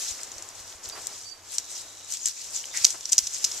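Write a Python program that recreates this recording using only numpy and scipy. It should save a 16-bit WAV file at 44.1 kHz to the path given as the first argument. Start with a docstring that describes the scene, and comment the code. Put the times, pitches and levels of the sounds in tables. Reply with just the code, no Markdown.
"""In a quiet barn, a small animal pushes through loose dry straw among bales, close to a hand-held stereo microphone.
Stalks slide and crackle in swells (smooth noise plus ringing ticks), and single stalks snap (short noise bursts).
Small grainy sounds, mostly dull scuffs, are noise in single peaks; a dragged stalk is a noise band sinking in pitch.
A far bird chirps twice with gliding sine tones. The barn air murmurs and hums below in filtered noise,
with a short faint hiss, and the hand bumps the microphone housing softly, each bump a brief low sine push."""
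import sys
import numpy as np
from scipy import signal
from scipy.fft import rfft, irfft, next_fast_len
from scipy.io import wavfile

SR = 44100
rng = np.random.default_rng(int(sys.argv[2]) if len(sys.argv) > 2 else 0)


def dump_mix(stems):
    """Bounce the given channels to the path in sys.argv[1] as a 16-bit WAV at rate SR."""
    frames = np.atleast_2d(stems).T  # one column per channel
    limited = np.clip(frames, -1, 1)  # hard clip at full scale
    pcm = np.round(limited * 32767).astype(np.int16)
    wavfile.write(sys.argv[1], SR, pcm)


N = 158760

# tone colour of straw, through the microphone ports: (frequency [Hz], relative level [dB])
STRAW_COLOUR = [(300, -24), (1800, -18.5), (3000, -11.5), (5000, -5), (5800, 0.5), (7400, -2), (8300, -8.5),
                (9800, -15.5), (14200, -18.5)]


def amp(db):
    """Turn decibels into a factor that multiplies the wave."""
    return 10 ** (np.asarray(db) / 20)


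def rms_one(x):
    """Scale a signal so that its average strength (rms) is 1."""
    return x / np.sqrt(np.mean(x ** 2) + 1e-20)


def in_time(rows):
    """Read a (time, value) table at every sample, with straight lines between its points."""
    return np.interp(np.arange(N) / SR, *np.transpose(rows))


def at_hz(points, hz, axis=1):
    """Read one column of a table at the given frequencies, on a logarithmic frequency scale."""
    points = np.array(points)
    return np.interp(np.log(hz + 1), np.log(points[:, 0]), points[:, axis])


def drift(rate_hz):
    """Slow random wandering of rms 1: noise smoothed twice, so that little above the rate is left."""
    # computed at every 20th sample; the first 3000 values are dropped while the filter fills up
    r = np.exp(-40 * np.pi * rate_hz / SR)
    slow = signal.lfilter([1], [1, -2 * r, r * r], rng.standard_normal(N // 20 + 3002))[3000:]
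    return np.interp(np.arange(N) / 20, np.arange(len(slow)), rms_one(slow))


def resonance(x, hz, width_hz):
    """Let something ring at one pitch: a two-pole peak, scaled so that white noise keeps its rms."""
    r = np.exp(-np.pi * width_hz / SR)
    gain = np.sqrt((1 - r * r) / 2)
    poles = [1, -2 * r * np.cos(2 * np.pi * hz / SR), r * r]
    return signal.lfilter(gain * np.array([1, 0, -1]), poles, x)


def colour(x, spectrum):
    """Filter with the given spectrum, never sounding ahead of its input; white noise keeps its rms."""
    # folding the cepstrum (the log spectrum turned into time) puts the response at its earliest
    cepstrum = irfft(np.log(amp(at_hz(spectrum, np.linspace(0, SR / 2, 4097)))))
    cepstrum[1:4096] *= 2
    cepstrum[4097:] = 0
    taps = irfft(np.exp(rfft(cepstrum)))[:4096]
    taps = taps / np.sqrt(np.sum(taps ** 2))
    return signal.fftconvolve(x, taps[None], axes=1)[:, :N]


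def envelope(start_s, rise_s, hold_s, t60_s):
    """Rise from the start, begin an exponential fall after hold_s, drop 60 dB in each t60_s."""
    t = np.arange(N) / SR - start_s
    fall_s = np.clip(t - hold_s, 0, 2 * t60_s)
    return np.clip(t / rise_s, 0, 1) * amp(-60 * fall_s / t60_s)


def pan(db):
    """Left and right gains that differ by the given dB."""
    return amp([[db / 2], [-db / 2]])


def rustle():
    """Countless stalks slide and tick; ticks clump, thicken with vigour and ring stalks of many sizes."""
    # vigour of the stirring: (time [s], level [dB])
    stirring = [(0.0, -32.5), (0.09, -31), (0.154, -39.5), (0.449, -48), (0.678, -43.5), (0.74, -46.5),
                (0.822, -52), (0.845, -40), (0.936, -44), (1.086, -42), (1.229, -43.5), (1.353, -52),
                (1.421, -55.5), (1.542, -34), (1.624, -46), (1.774, -36.5), (1.85, -45.5), (2.073, -48),
                (2.103, -36.5), (2.149, -31.5), (2.187, -42.5), (2.25, -40), (2.27, -30), (2.347, -43),
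                (2.417, -35.5), (2.512, -40.5), (2.562, -32), (2.616, -40), (2.726, -43.5), (2.768, -29),
                (2.861, -31), (2.999, -42.5), (3.456, -33), (3.6, -35.5)]
    ticks_per_s, clump_db = 2300, 2.12  # ticks at average vigour, before clumping
    tick_db, slide_db = -6.5, -4  # shares of crackle and of smooth sliding in the rustle
    tick_spread_db, stalk_patch_db, slide_patch_db = 2, 4, 1.5

    vigour = in_time(stirring)
    rate = ticks_per_s * amp(0.4 * (vigour - vigour.mean()) + clump_db * drift(27))

    # three streams of ticks: same vigour and clumps, each with its own random ticks
    sizes = amp(tick_spread_db * np.minimum(rng.exponential(1, (3, N)), 4))
    sizes = sizes * rng.choice([-1, 1], (3, N))
    happens = rng.random((3, N)) < rate / SR
    ticks = sizes * happens / np.sqrt(rate / rate.mean())  # more ticks alone do not mean louder

    # each tick rings one of 12 sizes of stalk; each size comes and goes on its own
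    stalks_hz = np.geomspace(1500, 9500, 12)
    dealt = rng.integers(0, 12, (3, N))
    rung = 0
    for k, hz in enumerate(stalks_hz):
        ringing = resonance(ticks * (dealt == k) + 1e-18, hz, 0.17 * hz)
        rung = rung + np.sqrt(hz) * amp(stalk_patch_db * drift(14.3)) * ringing

    slide = rng.standard_normal((3, N)) * amp(slide_patch_db * drift(14))
    mix = amp(tick_db) * rms_one(rung) + amp(slide_db) * slide
    return colour(amp(vigour) * mix, STRAW_COLOUR)


def air():
    """Filtered noise as barn air: a broad murmur, a low hum and a passing narrow hiss."""
    # murmur of the air: (time [s], level [dB])
    murmur_level = [(0, -52.5), (.7, -51.5), (.78, -55.5), (.88, -48.5), (1.15, -50.5), (1.32, -56.5),
                    (1.7, -52), (2.05, -55.5), (2.7, -56.5), (3.0, -53),]
    # tone colour of the murmur: (frequency [Hz], relative level [dB])
    murmur_colour = [(25, -2.5), (170, -9), (350, -0.5), (700, 1.5), (1600, -1.5), (3000, -5.5), (6000, -8),
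                     (14000, -19)]
    # span of the faint hiss: (start [s], end [s])
    start, end = 1.58, 2.08
    # sound of the faint hiss: (centre [Hz], width [Hz], level [dB])
    hiss_hz, hiss_width_hz, hiss_db = (3870, 200, -55)
    hum_hz, hum_width_hz, hum_db = 92.8, 9, -67

    white = rng.standard_normal((3, 3, N))
    murmur = amp(in_time(murmur_level) + 2.0 * drift(3.1)) * colour(white[0], murmur_colour)
    hiss = resonance(white[1], hiss_hz, hiss_width_hz)
    hiss = amp(hiss_db) * envelope(start, 0.039, end - start, 0.14) * hiss
    hum = amp(hum_db) * resonance(white[2], hum_hz, hum_width_hz)
    return murmur + hiss + hum


def bumps():
    """Soft bumps of the hand on the housing: about one cycle of low push each."""
    # bumps: (time [s], level [dB], pitch [Hz], left-right difference [dB])
    hand_bumps = [(0.109, -47, 62.4, 10), (0.357, -52, 77, -18), (0.599, -53, 60.4, -6),
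                  (0.745, -53, 54.7, -6), (0.871, -54.5, 81.5, -27), (2.811, -52, 86, -17),
                  (3.226, -52, 65.4, -17)]
    t = np.arange(N) / SR
    out = 0
    for s, db, hz, side_db in hand_bumps:
        swell = np.exp(-((t - s - 0.62 / hz) * hz * 2.1) ** 2)
        out = out + amp(db) * pan(side_db) * swell * np.sin(2 * np.pi * hz * (t - s))
    return out


def snaps():
    """A crack, tearing fibres that ring the stalk and spiky settling start together; settling fades last."""
    # stalks that snap: (time [s], level [dB], pitch of the stalk [Hz], length of the break [ms])
    breaks = [(0.1107, -30, 6400, 1.8), (0.2324, -28.5, 7060, 1.1), (0.316, -36.5, 6700, 4.2),
              (0.382, -34, 5900, 1.8), (0.4227, -34.5, 7200, 2.6), (0.4888, -36.5, 7340, 0.34),
              (0.8334, -40, 4870, 1.13), (0.8547, -39, 4000, 2.2), (0.8896, -32.5, 8200, 1.4),
              (0.898, -30.5, 4060, 1.4), (1.0697, -24, 7900, 0.46), (1.5826, -17, 5700, 1.6),
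              (2.1227, -27.5, 7000, 1), (2.1374, -23, 7700, 0.62), (2.17, -30.5, 6100, 1.5),
              (2.2564, -20, 7200, 4.3), (2.2685, -24.5, 6700, 1.1), (2.2748, -25, 7100, 1.3),
              (2.284, -26.5, 7760, 1.1), (2.293, -32, 6000, 0.82), (2.6554, -30, 6350, 0.49),
              (2.7717, -21.5, 6470, 2.75), (2.8451, -7, 5060, 1.7), (2.8491, -6.5, 5130, 1.73),
              (2.8662, -23, 5740, 2), (2.904, -25.5, 5730, 2.8), (3.0087, -30.5, 5530, 1),
              (3.0549, -25, 5100, 1.3), (3.0913, -32.5, 5850, 9.3), (3.1198, -18, 7500, 5.8),
              (3.1303, -10.5, 6200, 0.96), (3.1803, -8.5, 5560, 2.93), (3.1872, -13, 5370, 3.3),
              (3.2689, -25, 5500, 5.3), (3.3433, -28.5, 6040, 4.7), (3.4425, -16.5, 5150, 6.7),
              (3.4471, -22.5, 6000, 4.8), (3.5145, -29, 4600, 5.7)]
    rise_ms, tear_t60_s = 0.12, 0.0088
    ring_db, ring_t60_s = 0.5, 0.0011
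    settle_db, settle_t60_s = -18, 0.13  # the straw around the snap
    crack_db, crack_db_per_khz, crack_t60_s = -24.5, 8, 0.0011  # thin, high stalks crack brighter
    low_share = 0.25  # a stalk gives little below this share of its pitch

    out = np.zeros((3, N + SR))
    treble = signal.butter(2, 8000, "high", fs=SR, output="sos")
    ring_width_hz = np.log(1000) / np.pi / ring_t60_s  # a wider peak rings shorter
    t = np.arange(int(.12 * SR)) / SR
    for s, db, hz, ms in breaks:
        fibres = rng.standard_normal((3, 3, len(t)))

        # the tear is the same in all three streams
        tear = fibres[0, :1] * np.clip(1000 * t / rise_ms, 0, 1)
        tear = tear * amp(-60 * np.clip(t - ms / 1000, 0, 1) / tear_t60_s)
        tear = colour(tear + amp(ring_db) * resonance(tear, hz, ring_width_hz), STRAW_COLOUR)
        thin = signal.butter(2, low_share * hz, "high", fs=SR, output="sos")
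        tear = signal.sosfilt(thin, tear[:, :len(t)])
        # even out the strength during the break, so that the table sets it
        tear = tear / np.sqrt(2 * np.mean(tear[:, t < ms / 1000] ** 2, axis=1, keepdims=True))

        # cubing makes the noise spiky, like small crackles
        settle = rms_one(fibres[1] ** 3) * amp(settle_db - 60 * t / settle_t60_s)
        settle = colour(settle, STRAW_COLOUR)[:, :len(t)]

        crack_level = crack_db + crack_db_per_khz * (hz / 1000 - 4) - 60 * t / crack_t60_s
        crack = signal.sosfilt(treble, fibres[2]) * amp(crack_level)

        first = int(s * SR)
        out[:, first:first + len(t)] += amp(db) * (tear + settle + crack)
    return out[:, :N]


def grainy_sounds():
    """Small sounds of grainy noise, each in one resonance: mostly dull scuffs."""
    # mostly dull scuffs, with a short tick at 2.64 s and a narrow, whistle-like sound at 2.7 s:
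    # (time [s], length [s], level [dB], centre [Hz], width [Hz])
    small_sounds = [(0.188, 0.012, -46, 1690, 700), (0.724, 0.004, -43, 3320, 1500),
                    (0.931, 0.01, -44, 800, 900), (0.947, 0.038, -43.5, 960, 870),
                    (2.639, 0.0036, -35, 2880, 600), (2.7, 0.053, -49, 3670, 200),
                    (2.733, 0.047, -40, 2040, 343), (2.775, 0.077, -49, 2480, 600),
                    (2.941, 0.015, -46.5, 597, 890)]
    grain = rng.standard_normal((3, N)) * amp(1.6 * drift(36))
    out = 0
    for s, length, db, hz, width_hz in small_sounds:
        shape = envelope(s, 0.22 * length, length, 1.8 * length)
        out = out + amp(db) * shape * resonance(grain, hz, width_hz)
    return out


def chirps():
    """A far bird: thin whistled tones that glide up a little and linger in the barn."""
    # chirps: (time [s], length [s], pitch [Hz], level [dB], left-right difference [dB])
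    calls = [(0.917, 0.031, 4730, -49, -20), (1.242, 0.091, 4620, -48, -16.5)]
    rise_hz = 50  # each starts this much flat
    chirp_t60_s, echo_db, echo_t60_s = 0.04, -7.5, .4
    t = np.arange(N) / SR
    out = 0
    for s, length, hz, db, side_db in calls:
        level = amp(db + 2.0 * drift(30)) * pan(side_db)
        direct = envelope(s, 0.28 * length, length, chirp_t60_s)
        echo = amp(echo_db) * envelope(s, length, length, echo_t60_s)
        pitch = np.interp(t, [s, s + length / 2], [hz - rise_hz, hz]) + 6.4 * drift(60)
        out = out + level * (direct + echo) * np.sin(2 * np.pi * np.cumsum(pitch) / SR)
    return out


def drag():
    """One stalk dragged along the heap: a narrow grainy scrape that swells and slides down in pitch."""
    # span of the drag: (start [s], length [s])
    s, length = 2.18, 0.085
    # sound of the drag: (level [dB], from pitch [Hz], to pitch [Hz], width [Hz])
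    db, from_hz, to_hz, width_hz = (-34, 7600, 5998, 500)
    phase = 2 * np.pi * np.cumsum(in_time([(s, from_hz), (s + length, to_hz)])) / SR
    # slow noise times a gliding tone gives a band of noise around that pitch
    smooth = signal.butter(2, width_hz / 2, fs=SR, output="sos")
    wobble = signal.sosfilt(smooth, rng.standard_normal((2, 3, N)))
    scrape = rms_one(wobble[0] * np.cos(phase) + wobble[1] * np.sin(phase))
    return amp(db) * envelope(s, length, length, length / 2) * scrape


def ports(streams):
    """Stream one reaches both microphone ports, the others one each; ports differ in colour and lag."""
    # the two ports: (frequency [Hz], left-right difference [dB], lag of the left [radians],
    # share of power common to both [0-1])
    port_table = [(88, -3, -0.5, 0.67), (250, 1, 0, 0.8), (1020, -0.5, 0.53, 0.95), (4340, -1, 0, 0.59),
                  (4900, -5, 1.5, 0.58), (6200, -4, -0.5, 0.42), (7170, 11, 1.8, 0.56), (11450, 9, 1.5, 1),
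                  (14600, 19, 6, 0.7)]
    size = next_fast_len(N + 4096)
    hz = np.arange(size // 2 + 1) * SR / size
    both, left, right = rfft(streams, size)
    share = np.clip(at_hz(port_table, hz, axis=3), 0, 1)
    pair = np.sqrt(share) * both + np.sqrt(1 - share) * np.array([left, right])

    # half of the difference goes to each side, in opposite directions
    lean = amp(at_hz(port_table, hz) / 2) * np.exp(-.5j * at_hz(port_table, hz, axis=2))
    balance = 2 / np.abs(lean + 1 / lean).clip(1, 9)  # holds the sum of both sides steady, within limits
    return irfft(pair * np.array([lean, 1 / lean]) * balance, size)[:, :N]


def scene():
    """Straw and barn air pass through the ports; bird and hand have their own left-right balance."""
    return ports(rustle() + snaps() + drag() + grainy_sounds() + air()) + chirps() + bumps()


def record(dry):
    """The loudest snaps are rounded off, and the top of the treble is cut."""
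    clip_top, cutoff_hz = 1, 14250  # 40 dB down from the cutoff upwards
    rounded = clip_top * np.tanh(dry / clip_top)
    return signal.sosfilt(signal.cheby2(14, 40, cutoff_hz, fs=SR, output="sos"), rounded)


dry = scene()
out = record(dry)
dump_mix(out)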